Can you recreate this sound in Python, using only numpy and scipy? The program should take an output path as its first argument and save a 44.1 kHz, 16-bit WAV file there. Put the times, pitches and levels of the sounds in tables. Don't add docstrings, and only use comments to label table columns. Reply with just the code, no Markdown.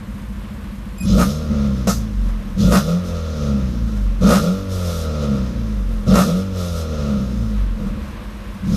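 import sys
import numpy as np
from scipy import signal
from scipy.fft import rfft, irfft
from scipy.io import wavfile
from scipy.ndimage import uniform_filter1d

SR = 44100
rng = np.random.default_rng(int(sys.argv[2]) if len(sys.argv) > 2 else 0)


def wrap_up_sound(samples):
    columns = np.atleast_2d(samples).T
    tamed = np.clip(columns, -1, 1)
    steps = np.round(tamed * 32767).astype(np.int16)
    wavfile.write(sys.argv[1], SR, steps)


N = 386316
TIME = np.arange(N) / SR
FFT_SIZE = 2 ** 19


def amp(db):
    return np.exp(np.asarray(db) * (np.log(10) / 20))


def gain_at(colour, hz):
    colour_hz, colour_db = np.transpose(colour)
    return amp(np.interp(np.log(hz + 1), np.log(colour_hz), colour_db))


def unit(x):
    return x / np.sqrt(np.mean(x ** 2) + 1e-20)


def steady(x, size=4000):
    power = uniform_filter1d(uniform_filter1d(x ** 2, size), size)
    return x / np.sqrt(abs(power) + 1e-12)


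def wander(rate_hz):
    hz = np.fft.rfftfreq(FFT_SIZE, 1 / SR)
    spectrum = rfft(rng.standard_normal(N), FFT_SIZE)
    return unit(irfft(spectrum / (1 + (hz / rate_hz) ** 4))[:N])


def ramp(start, length):
    u = np.clip((TIME - start) / length, 0, 1)
    return u * u * (3 - 2 * u)


def at_speed(rows, fire_hz):
    hz, *columns = np.transpose(rows)
    return np.array([np.interp(fire_hz, hz, column) for column in columns])


def ring(x, colour, rings=(), size=8192):
    hz = np.fft.rfftfreq(size, 1 / SR)
    low_skirt = np.minimum(hz / colour[0][0], 1) ** 2
    high_skirt = np.minimum(colour[-1][0] / (hz + 1), 1) ** 2
    peaks = sum(amp(db) / (1 + (2 * (hz - f) / width) ** 2) for f, width, db in rings)
    gain = gain_at(colour, hz) * low_skirt * high_skirt * (1 + peaks)
    cepstrum = irfft(np.log(gain + 1e-5))
    cepstrum[1:size // 2] *= 2
    cepstrum[size // 2 + 1:] = 0
    response = irfft(np.exp(rfft(cepstrum)))[:size // 2]
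    return signal.oaconvolve(x, response)[:N]


def disperse(x, spread):
    hz = np.fft.rfftfreq(FFT_SIZE, 1 / SR)
    delay_s = spread * np.sin(2 * np.pi * hz / 310) / 2
    phase_turns = np.cumsum(delay_s) * hz[1]
    return irfft(rfft(x, FFT_SIZE) * np.exp(-2j * np.pi * phase_turns))[:N]


def puffs(turns, between, decay):
    flare = np.exp(-(turns % 1) / decay)
    return unit((between + flare) * rng.standard_normal(N))


def firings(turns, uneven, jitter):
    count = np.floor(turns)
    fired = np.diff(count, prepend=0) > 0
    alternation = 1 + uneven * np.cos(np.pi * count)
    chance = 1 + jitter * rng.standard_normal(N)
    return unit(fired * alternation * chance)


# start_s, pedal_travel_s, held_open_s, rise_to_top_speed_s,
# top_firing_hz, slowing_hz_per_s, rasp_trim_db, hiss_trim_db
THROTTLE_BLIPS = [(1.0, 0.21, 0.22, 0.45, 76.47, 40.23, -3.5, 0.5),
                  (2.56, 0.18, .21, 0.49, 88.94, 42.53, -2.5, 0.5),
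                  (4.2, .05, 0.18, .44, 96.81, 42.37, 0, 0.5),
                  (6.055, 0.019, 0.18, .423, 95.7, 42.69, -1, 0),
                  (8.621, 0.25, 0.32, 0.53, 76, 40.85, -6, -4)]
IDLE_HZ, LANDING_HZ, LEAD_S = 28.1, 7.8, 0.072


def speed():
    fire_hz = np.full(N, IDLE_HZ)
    for start, _, _, rise, top_hz, slowing, *_ in THROTTLE_BLIPS:
        above_idle_hz = top_hz - IDLE_HZ - slowing * (TIME - start - rise)
        coast_hz = IDLE_HZ + LANDING_HZ * np.logaddexp(0, above_idle_hz / LANDING_HZ)
        fire_hz = fire_hz + (coast_hz - fire_hz) * ramp(start - LEAD_S, rise + LEAD_S)
    return fire_hz


LULL_LAG_S, LULL_FALL_S, LULL_RECOVER_S = 0.02, 0.15, 0.088


def lull():
    tops = [start + rise + LULL_LAG_S for start, _, _, rise, *_ in THROTTLE_BLIPS]
    return sum(ramp(top - LULL_FALL_S, LULL_FALL_S) - ramp(top, LULL_RECOVER_S) for top in tops)


# firing_hz, drone_db, rasp_db, hiss_db
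SHUT_LEVELS = [(28.1, -32.5, -70, -62), (29.1, -35.5, -54, -56), (34, -34, -52, -56), (38.3, -29, -43, -56),
               (47.3, -30, -45.5, -54), (51.2, -25.5, -42, -51.5), (62.5, -25.5, -38.5, -47),
               (67.7, -16, -30, -47), (72.2, -28, -30, -42.5), (78.5, -32.5, -32.5, -45),
               (89.7, -40.5, -31.5, -44.5), (99, -34, -36, -43.5)]
SHUT_FIZZ_DB = -56.5
# firing_hz, drone_db, rasp_db, hiss_db, fizz_db
OPEN_LEVELS = [(33, -17.5, -42, -46, -60), (42.7, -13.5, -29, -32.5, -50), (49.7, -11.5, -20.5, -34, -45.5),
               (62.4, -11.5, -18, -38.5, -32.5), (66.7, -17.5, -41, -31.5, -37),
               (82.8, -12.5, -21, -33, -37.5), (94.95, -17, -26.5, -33.5, -36.5)]
RELEASE_RATES = [146, 35.3, 62.3, 83]
# drone_db, rasp_db, hiss_db, fizz_db
PART_THROTTLE = [-4, -5, -1, 4]
# drone_db, rasp_db, hiss_db, fizz_db
LULL_CHANGE = [1, -4.5, -7, -3]
# start_s, length_s, drone_db, rasp_db, hiss_db, fizz_db
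COASTING_SURGES = [(1.498, 0.12, -17, -34, -67, -65), (3.038, 0.076, -31, -33.5, -40, -48.5),
                   (4.703, 0.34, -51, -42, -38, -42.5), (6.555, .28, -48, -38, -38, -44),
                   (7.773, 0.23, -26, -42, -67, -75)]
ATTACK_S, HISS_ATTACK_S, SURGE_EDGE_S = 0.018, 0.038, 0.077
UNEVEN_DB = 1.0


def levels(fire_hz):
    shut_db = np.vstack([at_speed(SHUT_LEVELS, fire_hz), np.full(N, SHUT_FIZZ_DB)])
    coasting = amp(shut_db)
    pulling = amp(at_speed(OPEN_LEVELS, fire_hz))
    throttle, trim_db = np.zeros((4, N)), np.zeros((4, N))
    for start, travel, held, _, _, _, rasp_db, hiss_db in THROTTLE_BLIPS:
        attack_times = (ATTACK_S, ATTACK_S, HISS_ATTACK_S, HISS_ATTACK_S)
        attack = np.array([ramp(start, length) for length in attack_times])
        pedal_db = np.outer(PART_THROTTLE, 1 - ramp(start, travel))
        released_db = np.outer(RELEASE_RATES, np.clip(TIME - start - held, 0, 2))
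        throttle += attack * amp(pedal_db - released_db)
        trim_db[1:3, TIME > start] = [[rasp_db], [hiss_db]]
    lull_db = np.outer(LULL_CHANGE, lull())
    power = (coasting ** 2 + (throttle * pulling) ** 2) * amp(trim_db + lull_db) ** 2
    for start, length, *surge_db in COASTING_SURGES:
        rising = ramp(start - SURGE_EDGE_S / 2, SURGE_EDGE_S)
        falling = ramp(start + length - SURGE_EDGE_S / 2, SURGE_EDGE_S)
        power += np.outer(amp(surge_db), rising - falling) ** 2
    return 10 * np.log10(power) + UNEVEN_DB * wander(9.3)


def surroundings(x, wet_db, t60):
    t = TIME[:SR // 2]
    taps = rng.standard_normal(len(t)) * (t > 0.006) * amp(-60 * t / t60)
    tail = signal.oaconvolve(x, taps / np.linalg.norm(taps))[:N]
    return x + amp(wet_db) * ring(tail, [(300, -13.0), (1200, 13.5), (6000, 6.0), (14000, 10.5)])


# pitch_hz, level_db
BAY_COLOUR = [(160, -50), (280, 1), (348, -1), (406, -11.5), (492, -1), (771, -12), (1090, -4.5),
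              (1360, -10.5), (1540, -9.5), (2290, -14), (2710, -15), (4190, -21.5), (6000, -32),
              (7800, -70), (13200, -120)]


def engine_bay(turns, whirr_db, rumble_db):
    whirr = unit(ring(puffs(2 * turns, between=10.0, decay=0.12), BAY_COLOUR))
    whirr = whirr * amp(0.9 * wander(5.8))
    shell = [(32, -30), (47, 0), (60, -15), (90, -13), (130, -30)]  # Hz, dB
    rumble = steady(ring(rng.standard_normal(N), shell), size=8000)
    swell_db = np.interp(TIME, [7.4, 8.1], [0, 2.5])
    return amp(whirr_db + swell_db) * whirr + amp(rumble_db) * rumble


WHISTLE_HARMONICS = [-48.5, -51, -42.5, -48, -52]


def whistle(start=0.981, length=0.066, pitch_hz=2492):
    is_on = (TIME > start) & (TIME < start + length)
    gate = uniform_filter1d(1.0 * is_on, 200) * amp(4.7 * wander(60) - 1.5)
    phase = 2 * np.pi * pitch_hz * TIME
    tone = sum(amp(db) * np.sin(k * phase) for k, db in enumerate(WHISTLE_HARMONICS, 1))
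    return gate * np.sqrt(2) * tone


# pitch_hz, level_db
HISS_COLOUR = [(1200, -26), (2600, -5.5), (3500, 4), (4600, 2), (6000, 5), (7000, -2), (8500, -28),
               (12000, -48)]
FIZZ_COLOUR = [(5000, 1), (8000, 3.5), (9500, 3.5), (10400, -0.5), (11500, 3.5), (14000, 0)]
# pitch_hz, width_hz, level_db
EXHAUST_RINGS = [(522, 70, -6), (1350, 90, -12), (1830, 45, -7), (2550, 45, -1), (3980, 55, 0),
                 (5190, 55, 0)]


def gas(turns, hiss_db, fizz_db):
    hiss = unit(ring(puffs(turns, between=1.3, decay=0.39), HISS_COLOUR, EXHAUST_RINGS))
    fizz = unit(ring(puffs(turns, between=1.0, decay=0.58), FIZZ_COLOUR))
    return amp(hiss_db - 3.0) * hiss + amp(fizz_db - 1.0) * fizz


# start_s, level_db, length_s
PIPE_POPS = [(1.872, -18.5, .036), (2.287, -39, .015), (3.875, -40, .015), (3.965, -40, .015),
             (7.87, -42, .015)]
# pitch_hz, level_db
BLAST_COLOUR = [(150, -25), (350, -6), (540, 2), (680, -1), (830, -9), (1050, -10), (1180, -3), (1380, -2),
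                (1520, -11), (2000, -19), (2600, -17), (3100, -20), (6200, -17), (9000, -24), (14000, -28)]


def pops(thump_db, spray_db, spray_lag=0.029, spray_decay=0.039):
    burst, spray = np.zeros(N), np.zeros(N)
    for start, db, length in PIPE_POPS:
        age = np.maximum(TIME - start, 0)
        burst += amp(db) * (age > 0) * np.exp(-(age / length) ** 2)
        is_strong = db > -30
        spray += amp(db) * is_strong * (age > 0) * np.exp(-abs(age - spray_lag) / spray_decay)
    crack = steady(ring(rng.standard_normal(N), BLAST_COLOUR, EXHAUST_RINGS), size=400)
    thump = np.sqrt(2) * np.sin(2 * np.pi * 197 * TIME + 1.2 * wander(35))
    jet_colour = [(1500, -35), (4000, 3), (6300, 8), (9000, -3), (14000, -3)]  # Hz, dB
    jet = unit(ring(rng.standard_normal(N), jet_colour))
    thumping = amp(thump_db) * uniform_filter1d(burst, 500) * thump
    return burst * crack + thumping + amp(spray_db) * spray * jet


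# firing_hz, firing_tone_db, octave_db
BOOM_SHUT = [(28.1, -62, -36), (30.4, -55, -38), (35, -40, -29), (39, -26.5, -40), (46.8, -16, -32.5),
             (52.2, -22, -32), (55.6, -20.5, -26.5), (59.4, -27, -35.5), (61.7, -24, -29),
             (72.3, -23.5, -24), (80.4, -24.5, -35.5), (85, -23.5, -27), (88.58, -23.5, -27.5)]
# firing_hz, firing_tone_db, octave_db
BOOM_OPEN = [(33.5, -45, -31), (46.4, -20.5, -21.5), (51, -15.5, -24), (61.5, -18.5, -51),
             (66.3, -31.5, -24.5), (79, -28, -25), (89, -35.5, -15), (94.5, -29, -20)]


def boom(turns, fire_hz, handover_s=0.097, lull_db=-3):
    pull = sum(ramp(start, ATTACK_S) - ramp(start + rise - handover_s, handover_s)
               for start, _, _, rise, *_ in THROTTLE_BLIPS)
    tones_db = pull * at_speed(BOOM_OPEN, fire_hz) + (1 - pull) * at_speed(BOOM_SHUT, fire_hz)
    tones_db = tones_db + lull_db * lull()
    tones = sum(amp(db + 1.54 * wander(8.4)) * np.sin(2 * np.pi * k * turns)
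                for k, db in enumerate(tones_db, 1))
    return np.sqrt(2) * tones


# pitch_hz, level_db
CABIN_COLOUR = [(30, -44), (46, 11), (62, -44), (92, -3.5), (115, -3), (145, -4), (180, -2.5), (208, 9.5),
                (228, -1.5), (255, -12), (310, -16.5), (360, -19), (430, -57)]


def drone(turns, fire_hz, idle_half_db, half_db, rough_db, count=20):
    uneven_db = np.interp(fire_hz, [30, 45], [idle_half_db, half_db])
    tone = np.zeros(N)
    for k in range(5, count):
        hz = k * fire_hz / 2
        lag = 4 * np.arctan((hz - 205) / 22)
        gain = amp(uneven_db * (k % 2)) * gain_at(CABIN_COLOUR, hz)
        tone += gain * np.cos(np.pi * k * turns - lag)
    burble = ring(puffs(turns, between=0.49, decay=0.74), CABIN_COLOUR)
    return steady(steady(tone) + amp(rough_db) * unit(burble))


# top_s, level_db, half_length_s
LOAD_BURSTS = [(1.21, -22, 0.029), (2.751, -20, 0.038), (4.326, -20.5, 0.054), (6.183, -19.5, 0.043)]


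def barks(turns):
    load = sum(amp(db) * np.exp(-abs((TIME - top) / half) ** 5.2) for top, db, half in LOAD_BURSTS)
    pulses = disperse(firings(turns, uneven=0.1, jitter=0.12), spread=0.009)
    drive = pulses + puffs(turns, between=0.5, decay=0.4)
    return load * steady(ring(drive, BLAST_COLOUR, EXHAUST_RINGS))


# pitch_hz, level_db
PIPE_COLOUR = [(250, -44.5), (350, -4.5), (400, -9.5), (470, 4), (520, 4.5), (620, -2), (700, -13),
               (800, -20), (1020, -27), (1170, -14), (1400, -8.5), (1520, -39), (2500, -27), (4000, -26.5)]


def rasp(turns, fire_hz):
    sharp = np.interp(fire_hz, [45, 66], [0.15, 1])
    pulses = sharp * firings(turns, uneven=0.38, jitter=0.13)
    drive = pulses + amp(-10) * puffs(turns, between=0.8, decay=0.35)
    return steady(ring(disperse(drive, spread=0.024), PIPE_COLOUR))


def scene():
    fire_hz = speed()
    drone_db, rasp_db, hiss_db, fizz_db = levels(fire_hz)
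    unsteady = np.interp(fire_hz, [30, 45], [0.012, 0.004])
    turns = np.cumsum(fire_hz * (1 + unsteady * wander(12))) / SR
    bay = engine_bay(turns, whirr_db=-42.5, rumble_db=-32)
    cabin = drone(turns, fire_hz, idle_half_db=-5, half_db=-10, rough_db=-7)
    low = boom(turns, fire_hz) + amp(drone_db) * cabin
    pipe = amp(rasp_db) * rasp(turns, fire_hz) + amp(1.0) * barks(turns)
    pipe = pipe + pops(thump_db=6.5, spray_db=-7)
    through_door = pipe + gas(turns, hiss_db, fizz_db) + whistle()
    outside = surroundings(through_door, wet_db=-11, t60=0.14)
    return (low + outside + bay)[None]


EDGE_HZ = 14050


def record(dry, ceiling=0.66):
    rounded = dry / (1 + (dry / ceiling) ** 8) ** (1 / 8)
    low_pass = signal.firwin(511, EDGE_HZ, window=("kaiser", 9), fs=SR)
    return signal.oaconvolve(rounded, low_pass[None], "same")


dry = scene()
out = record(dry)
wrap_up_sound(out)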